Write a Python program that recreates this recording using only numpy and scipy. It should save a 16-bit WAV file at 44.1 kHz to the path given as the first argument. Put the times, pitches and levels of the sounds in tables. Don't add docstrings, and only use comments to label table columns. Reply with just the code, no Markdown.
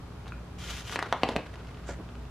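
import sys
import numpy as np
from scipy import signal
from scipy.fft import rfft, irfft, next_fast_len
from scipy.io import wavfile
from scipy.ndimage import map_coordinates

SR = 44100
rng = np.random.default_rng(int(sys.argv[2]) if len(sys.argv) > 2 else 0)


def generate_wav(sig):
    pcm = np.round(np.clip(np.atleast_2d(sig).T, -1, 1) * 32767).astype(np.int16)
    wavfile.write(sys.argv[1], SR, pcm)


N = 101429
TIME = np.arange(N) / SR


def amp(db):
    return 10 ** (np.asarray(db) / 20)


def unit(x):
    return x / np.sqrt(np.mean(x ** 2) + 1e-20)


def along(points, hz):
    f, values = np.transpose(points)
    return np.interp(np.log(hz + 1), np.log(f + 1), values)


def envelope(points):
    return amp(np.interp(TIME, *np.transpose(points)))


def wobble(knots_per_s):
    return map_coordinates(rng.standard_normal(4096), [TIME * knots_per_s], mode="wrap")


def filtered(x, response):
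    n = x.shape[-1]
    size = next_fast_len(n + SR // 2)
    return irfft(rfft(x, size) * response(np.fft.rfftfreq(size, 1 / SR)), size)[..., :n]


def resonance(f, centre_hz, width_hz):
    return 1j * f * width_hz / (centre_hz ** 2 - f * f + 1j * f * width_hz)


def add(track, start_s, sound):
    part = track[:, max(round(start_s * SR), 0):][:, :sound.shape[-1]]
    part += sound[..., :part.shape[1]]


# f/Hz, side re mid/dB
STEREO_WIDTH = [(60, -38), (150, -40), (350, -22), (700, -22.5), (1400, -16), (2800, -10), (5500, -3.5),
                (9000, -0.5), (14000, 7)]
def spread(pair, spectrum, width=STEREO_WIDTH):
    def response(hz):
        share = amp(along(width, hz))
        return amp(along(spectrum, hz)) * [np.ones_like(hz), share] / np.hypot(1, share)
    mid, side = filtered(pair, response)
    return unit(np.array([mid + side, mid - side]))


# f/Hz, rms level/dB
HUM_PARTIALS = [(58.8, -45.5), (118, -57), (176.4, -54.5), (236.9, -60), (414.5, -65.5)]
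def mains_hum(waver_db=3.2):
    hum = np.zeros(N)
    for hz, db in HUM_PARTIALS:
        peak = np.sqrt(2) * amp(db + waver_db * wobble(6.87))
        hum += peak * np.sin(2 * np.pi * (hz * TIME + rng.random()))
    return hum


# f/Hz, relative level/dB
NOISE_SPECTRUM = [(20, -14), (40, -35), (52, -3.5), (70, -3), (105, -3), (150, -7), (205, -15.5),
                  (260, -13), (360, -16.5), (620, -21), (1300, -22.5), (1800, -30), (2600, -32),
                  (4500, -36.5), (8000, -44.5), (13000, -49.5), (15000, -53)]
# f/Hz, side re mid/dB
NOISE_WIDTH = [(60, -61), (130, -24.5), (290, -6), (640, -6.5), (1410, -6.5), (3100, 0.5), (6820, 0),
               (15000, 1.5)]
def room_noise(level_db=-44.5):
    return amp(level_db) * spread(rng.standard_normal((2, N)), NOISE_SPECTRUM, NOISE_WIDTH)


# f/Hz, T60/s
ROOM_DECAY = [(150, 0.21), (600, 0.26), (2500, 0.32), (6000, 0.24), (13000, 0.12)]
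# f/Hz, relative level/dB
ROOM_SPECTRUM = [(100, 2), (300, 5.5), (550, 3), (1000, 3.5), (1700, 1.5), (2700, 1.5), (5000, -1.5),
                 (12000, 1)]
def room(x, wet_db=-5.5, build_s=0.0017, table_delay_s=0.0042, table_db=-12):
    hz, t, noise = signal.stft(rng.standard_normal((2, SR // 2)), SR, nperseg=256)
    decay = amp(-60 * t / along(ROOM_DECAY, hz)[:, None])
    tail = spread(signal.istft(noise * decay, SR, nperseg=256)[1], ROOM_SPECTRUM)
    tail *= 1 - np.exp(-np.arange(tail.shape[1]) / SR / build_s)
    response = amp(wet_db) * tail / np.linalg.norm(tail[0]) / np.sqrt(2)
    response[:, 0] += 1
    response[:, round(table_delay_s * SR)] += amp(table_db)
    return signal.fftconvolve(np.atleast_2d(x), response, axes=1)


def friction(spectrum, rough_db, rough_per_s, grains_per_s=2500, grain_share=0.28):
    caught = rng.random(N) < grains_per_s / SR
    grains = np.sqrt(grain_share) * unit(caught * rng.standard_normal((2, N)))
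    hiss = np.sqrt(1 - grain_share) * rng.standard_normal((2, N))
    return unit(spread(grains + hiss, spectrum) * amp(rough_db * wobble(rough_per_s)))


# f/Hz, relative level/dB
BRUSH_SPECTRUM = [(150, -14), (450, -19), (1400, 2.5), (2600, -9), (5000, -9.5), (7200, -4.5), (9000, -17),
                  (10500, -26), (15000, -26)]
def brush(peak_s=1.889, level_db=-46.5, rise_s=0.016, hold_s=0.019, fall_s=0.025):
    t = TIME - peak_s
    stroke = np.exp(np.minimum(t, 0) / rise_s - np.maximum(t - hold_s, 0) / fall_s)
    return amp(level_db) * stroke * friction(BRUSH_SPECTRUM, rough_db=3.0, rough_per_s=260)


# t/s, level/dB
BEND_ENVELOPE = [(.22, -95), (.27, -54), (.36, -66), (.45, -73), (.85, -60), (.90, -49.5), (.962, -40.5),
                 (1.0, -39.5), (1.04, -46), (1.10, -49), (1.22, -45), (1.27, -41), (1.33, -41.5),
                 (1.375, -45.5), (1.43, -51), (1.50, -55), (1.75, -56.5), (2.05, -60), (2.3, -85)]
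# f/Hz, relative level/dB
BEND_SPECTRUM = [(120, -17), (400, 9), (700, 5.5), (1100, -2.5), (1650, 1.5), (2500, -3), (4500, -11),
                 (8000, -21.5), (15000, -31.5)]
def bending():
    return envelope(BEND_ENVELOPE) * friction(BEND_SPECTRUM, rough_db=4.5, rough_per_s=100)


# t/s, level/dB
SLIDE_ENVELOPE = [(.574, -82), (.586, -49.5), (.642, -45.5), (.692, -44.5), (.707, -36), (.725, -43),
                  (.765, -44), (.795, -42), (.84, -52), (.862, -49.5), (.875, -44), (.90, -46),
                  (.928, -39.5), (.955, -42), (.98, -75), (1.05, -64), (1.12, -90)]
SCRAPE_ENVELOPE = [(.575, -83), (.595, -56.5), (.65, -55), (.69, -70), (.72, -100)]
# f/Hz, relative level/dB
SLIDE_SPECTRUM = [(150, -21), (500, -6.5), (900, -4), (1500, -2), (2200, -1.5), (3100, 0.5), (4500, -5.5),
                  (6800, -5.5), (8200, -14.5), (12500, -17.5), (15500, -29)]
SIZZLE_SPECTRUM = [(3000, -40), (7000, -8), (9500, -1.5), (13000, -1), (15500, -2)]
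# f/Hz, bandwidth/Hz, relative level/dB
SHEET_MODES = [(1380, 60, -5), (3115, 19, 2), (3830, 35, -12)]
def sliding(sizzle_db=-12.5, sizzle_exponent=1.16, scrape_hz=3310, scrape_width_hz=160):
    grit = lambda spectrum: friction(spectrum, rough_db=1.0, rough_per_s=220, grains_per_s=900)
    modes = lambda f: 1 + sum(amp(db) * resonance(f, hz, width) for hz, width, db in SHEET_MODES)
    push = envelope(SLIDE_ENVELOPE)
    body = filtered(push * grit(SLIDE_SPECTRUM), modes)
    swell = push.max() * (push / push.max()) ** sizzle_exponent
    sizzle = amp(sizzle_db) * swell * grit(SIZZLE_SPECTRUM)
    scrape = unit(filtered(grit(SLIDE_SPECTRUM), lambda f: resonance(f, scrape_hz, scrape_width_hz)))
    return envelope(SCRAPE_ENVELOPE) * scrape + body + sizzle


# f/Hz, level/dB, T60/s
CORNER_MODES = [(1395, -24.5, 0.011), (2470, -33, 0.014)]
def corner_flick(start_s=0.3212, attack_s=0.00071):
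    out, t = np.zeros((2, N)), np.arange(SR // 20) / SR
    ring = sum(amp(db - 60 * t / t60) * np.sin(2 * np.pi * hz * t) for hz, db, t60 in CORNER_MODES)
    add(out, start_s, room(ring * (1 - np.exp(-t / attack_s))))
    return out


def pulse(pitch_hz, treble_hz, q=1.115, slope=2.65, size=1024):
    f = np.fft.rfftfreq(size, 1 / SR)
    ratio = f / pitch_hz
    gain = ratio / np.hypot(1 - ratio ** 2, ratio / q) / np.hypot(1, (f / treble_hz) ** slope)
    gain[0] = gain[1] / 10
    cepstrum = irfft(np.log(gain))
    cepstrum[1:size // 2] *= 2
    cepstrum[size // 2 + 1:] = 0
    wave = irfft(np.exp(rfft(cepstrum)))
    return -wave / np.abs(wave).max()


def crinkle(pitch_hz, treble_hz, decay_s):
    t = np.arange(SR // 10) / SR
    burst = rng.standard_normal(len(t)) * rng.exponential(size=len(t)) * np.exp(-t / decay_s)
    return signal.fftconvolve(pulse(pitch_hz, treble_hz), burst / np.linalg.norm(burst))


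# t/s, level/dB, pitch/Hz, treble cutoff/Hz, decay time/s
LANDING_PATS = [(1.890, -20, 580, 2350, 0.0099), (1.989, -26.5, 284, 1300, 0.022)]
def landing():
    out = np.zeros((2, N))
    for start_s, db, pitch_hz, treble_hz, decay_s in LANDING_PATS:
        add(out, start_s, amp(db) * room(crinkle(pitch_hz, treble_hz, decay_s)))
    return out


CRINKLE_LEAD_S = 0.0006
def crack(pitch_hz, treble_hz, rebound_s, rebound_db, crinkle_db):
    flip = pulse(pitch_hz, treble_hz)
    out = amp(crinkle_db) * crinkle(1.96 * pitch_hz, treble_hz, decay_s=0.0049)[None]
    add(out, CRINKLE_LEAD_S, flip)
    add(out, CRINKLE_LEAD_S + rebound_s, -amp(rebound_db) * flip)
    return out


# t/s, level/dB, pitch/Hz, treble cutoff/Hz
EDGE_TICKS = [(0.2588, -38, 1300, 3080), (0.268, -36, 1290, 1900), (1.557, -33, 1290, 4950),
              (1.672, -42, 3080, 4530), (1.746, -37.5, 1290, 3480), (1.772, -41, 1500, 4000),
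              (2.090, -37.5, 1410, 4020), (2.154, -38, 1520, 4000), (2.253, -42, 2020, 4600)]
def edge_ticks():
    out = np.zeros((2, N))
    for start_s, db, pitch_hz, treble_hz in EDGE_TICKS:
        tick = crack(pitch_hz, treble_hz, rebound_s=0.00052, rebound_db=-3.5, crinkle_db=-11)
        add(out, start_s - CRINKLE_LEAD_S, amp(db) * room(tick))
    return out


def curved_sheet(x, dip_hz, dip_db, ring_hz, ring_db):
    bump = lambda f, hz, db, q: 1 + (amp(db) - 1) * resonance(f, hz, hz / q)
    return filtered(x, lambda f: bump(f, ring_hz, ring_db, q=6) / bump(f, dip_hz, dip_db, q=2))


# t/s, level/dB, pitch/Hz,
# treble cutoff/Hz, rebound delay/s, rebound/dB, crinkle/dB, thump/dB, thump/Hz, dip/Hz, dip depth/dB,
# ring/Hz, ring gain/dB, treble fizz/dB
BUCKLING_SNAPS = [(0.28, -36, 1470, 5970, .00034, 1, 5.5, -22, 260, 1900, 10, 5550, 1.5, -14),
                  (0.8962, -33.5, 1190, 4000, .00028, 5.5, -10, -17, 257, 2800, 0, 4000, -7, -24),
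                  (0.925, -22, 1270, 5400, .0004, -8, 0, -27, 260, 2800, 5, 4000, -12, -24),
                  (0.9587, -18, 990, 4000, .00067, -1, 8, -10.5, 400, 3400, 6, 2100, -2.5, -26),
                  (0.9909, -16.5, 880, 5860, .00028, -2, -1, -15, 300, 3700, 3.5, 6200, -5, -14),
                  (1.0265, -14.5, 850, 4600, .00035, -3, -5, -18, 402, 2900, 3.5, 3900, 4.5, -18),
                  (1.1261, -11.5, 770, 4260, .00039, 3.5, -6.5, -15, 410, 2680, 1.5, 690, 3, -20),
                  (1.234, -6, 650, 4000, .00059, -7, -4, -11, 255, 1570, 3.5, 2730, 3, -27),
                  (1.2889, -27, 3280, 4670, .00015, -4, 1, -5, 398, 1700, 2, 3620, 7.5, -9),
                  (1.2897, -20, 774, 1520, .00059, -2, 4.5, 1.5, 290, 1510, 13, 920, 8, -20),
                  (1.3566, -27, 600, 1200, .00063, -6, -10, -26, 259, 1300, 6, 660, 9, -26),
                  (1.3634, -10, 646, 4240, .00058, -11, -9.5, -8, 168, 1240, 4.5, 2670, 6.5, -19.5)]
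def buckling(thump_lag_s=0.0006):
    out = np.zeros((2, N))
    for (start_s, db, pitch_hz, treble_hz, rebound_s, rebound_db, crinkle_db,
         thump_db, thump_hz, dip_hz, dip_db, ring_hz, ring_db, fizz_db) in BUCKLING_SNAPS:
        snap = crack(pitch_hz, treble_hz, rebound_s, rebound_db, crinkle_db)
        add(snap, CRINKLE_LEAD_S + thump_lag_s, -amp(thump_db) * pulse(thump_hz, treble_hz=980))
        snap = curved_sheet(snap, dip_hz, dip_db, ring_hz, ring_db)
        add(out, start_s - CRINKLE_LEAD_S, amp(db) * room(snap))
        fizz = np.array([crinkle(pitch_hz=8800, treble_hz=11800, decay_s=0.0038) for _ in range(2)])
        add(out, start_s, amp(db + fizz_db) * fizz)
    return out


# t/s, left minus right level/dB
PAGE_DRIFT = [(.95, 1.2), (1.25, 0.3), (1.9, -0.8)]
def scene():
    page = corner_flick() + buckling() + edge_ticks() + landing()
    page += room(sliding() + bending() + brush(), wet_db=-16)[:, :N]
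    balance_db = np.interp(TIME, *np.transpose(PAGE_DRIFT))
    return mains_hum() + room_noise() + page * amp([balance_db / 2, -balance_db / 2])


def record(dry, cutoff_hz=14100, order=15, limit_hz=15400):
    return filtered(dry, lambda hz: (hz < limit_hz) / np.hypot(1, (hz / cutoff_hz) ** order))


dry = scene()
out = record(dry)
generate_wav(out)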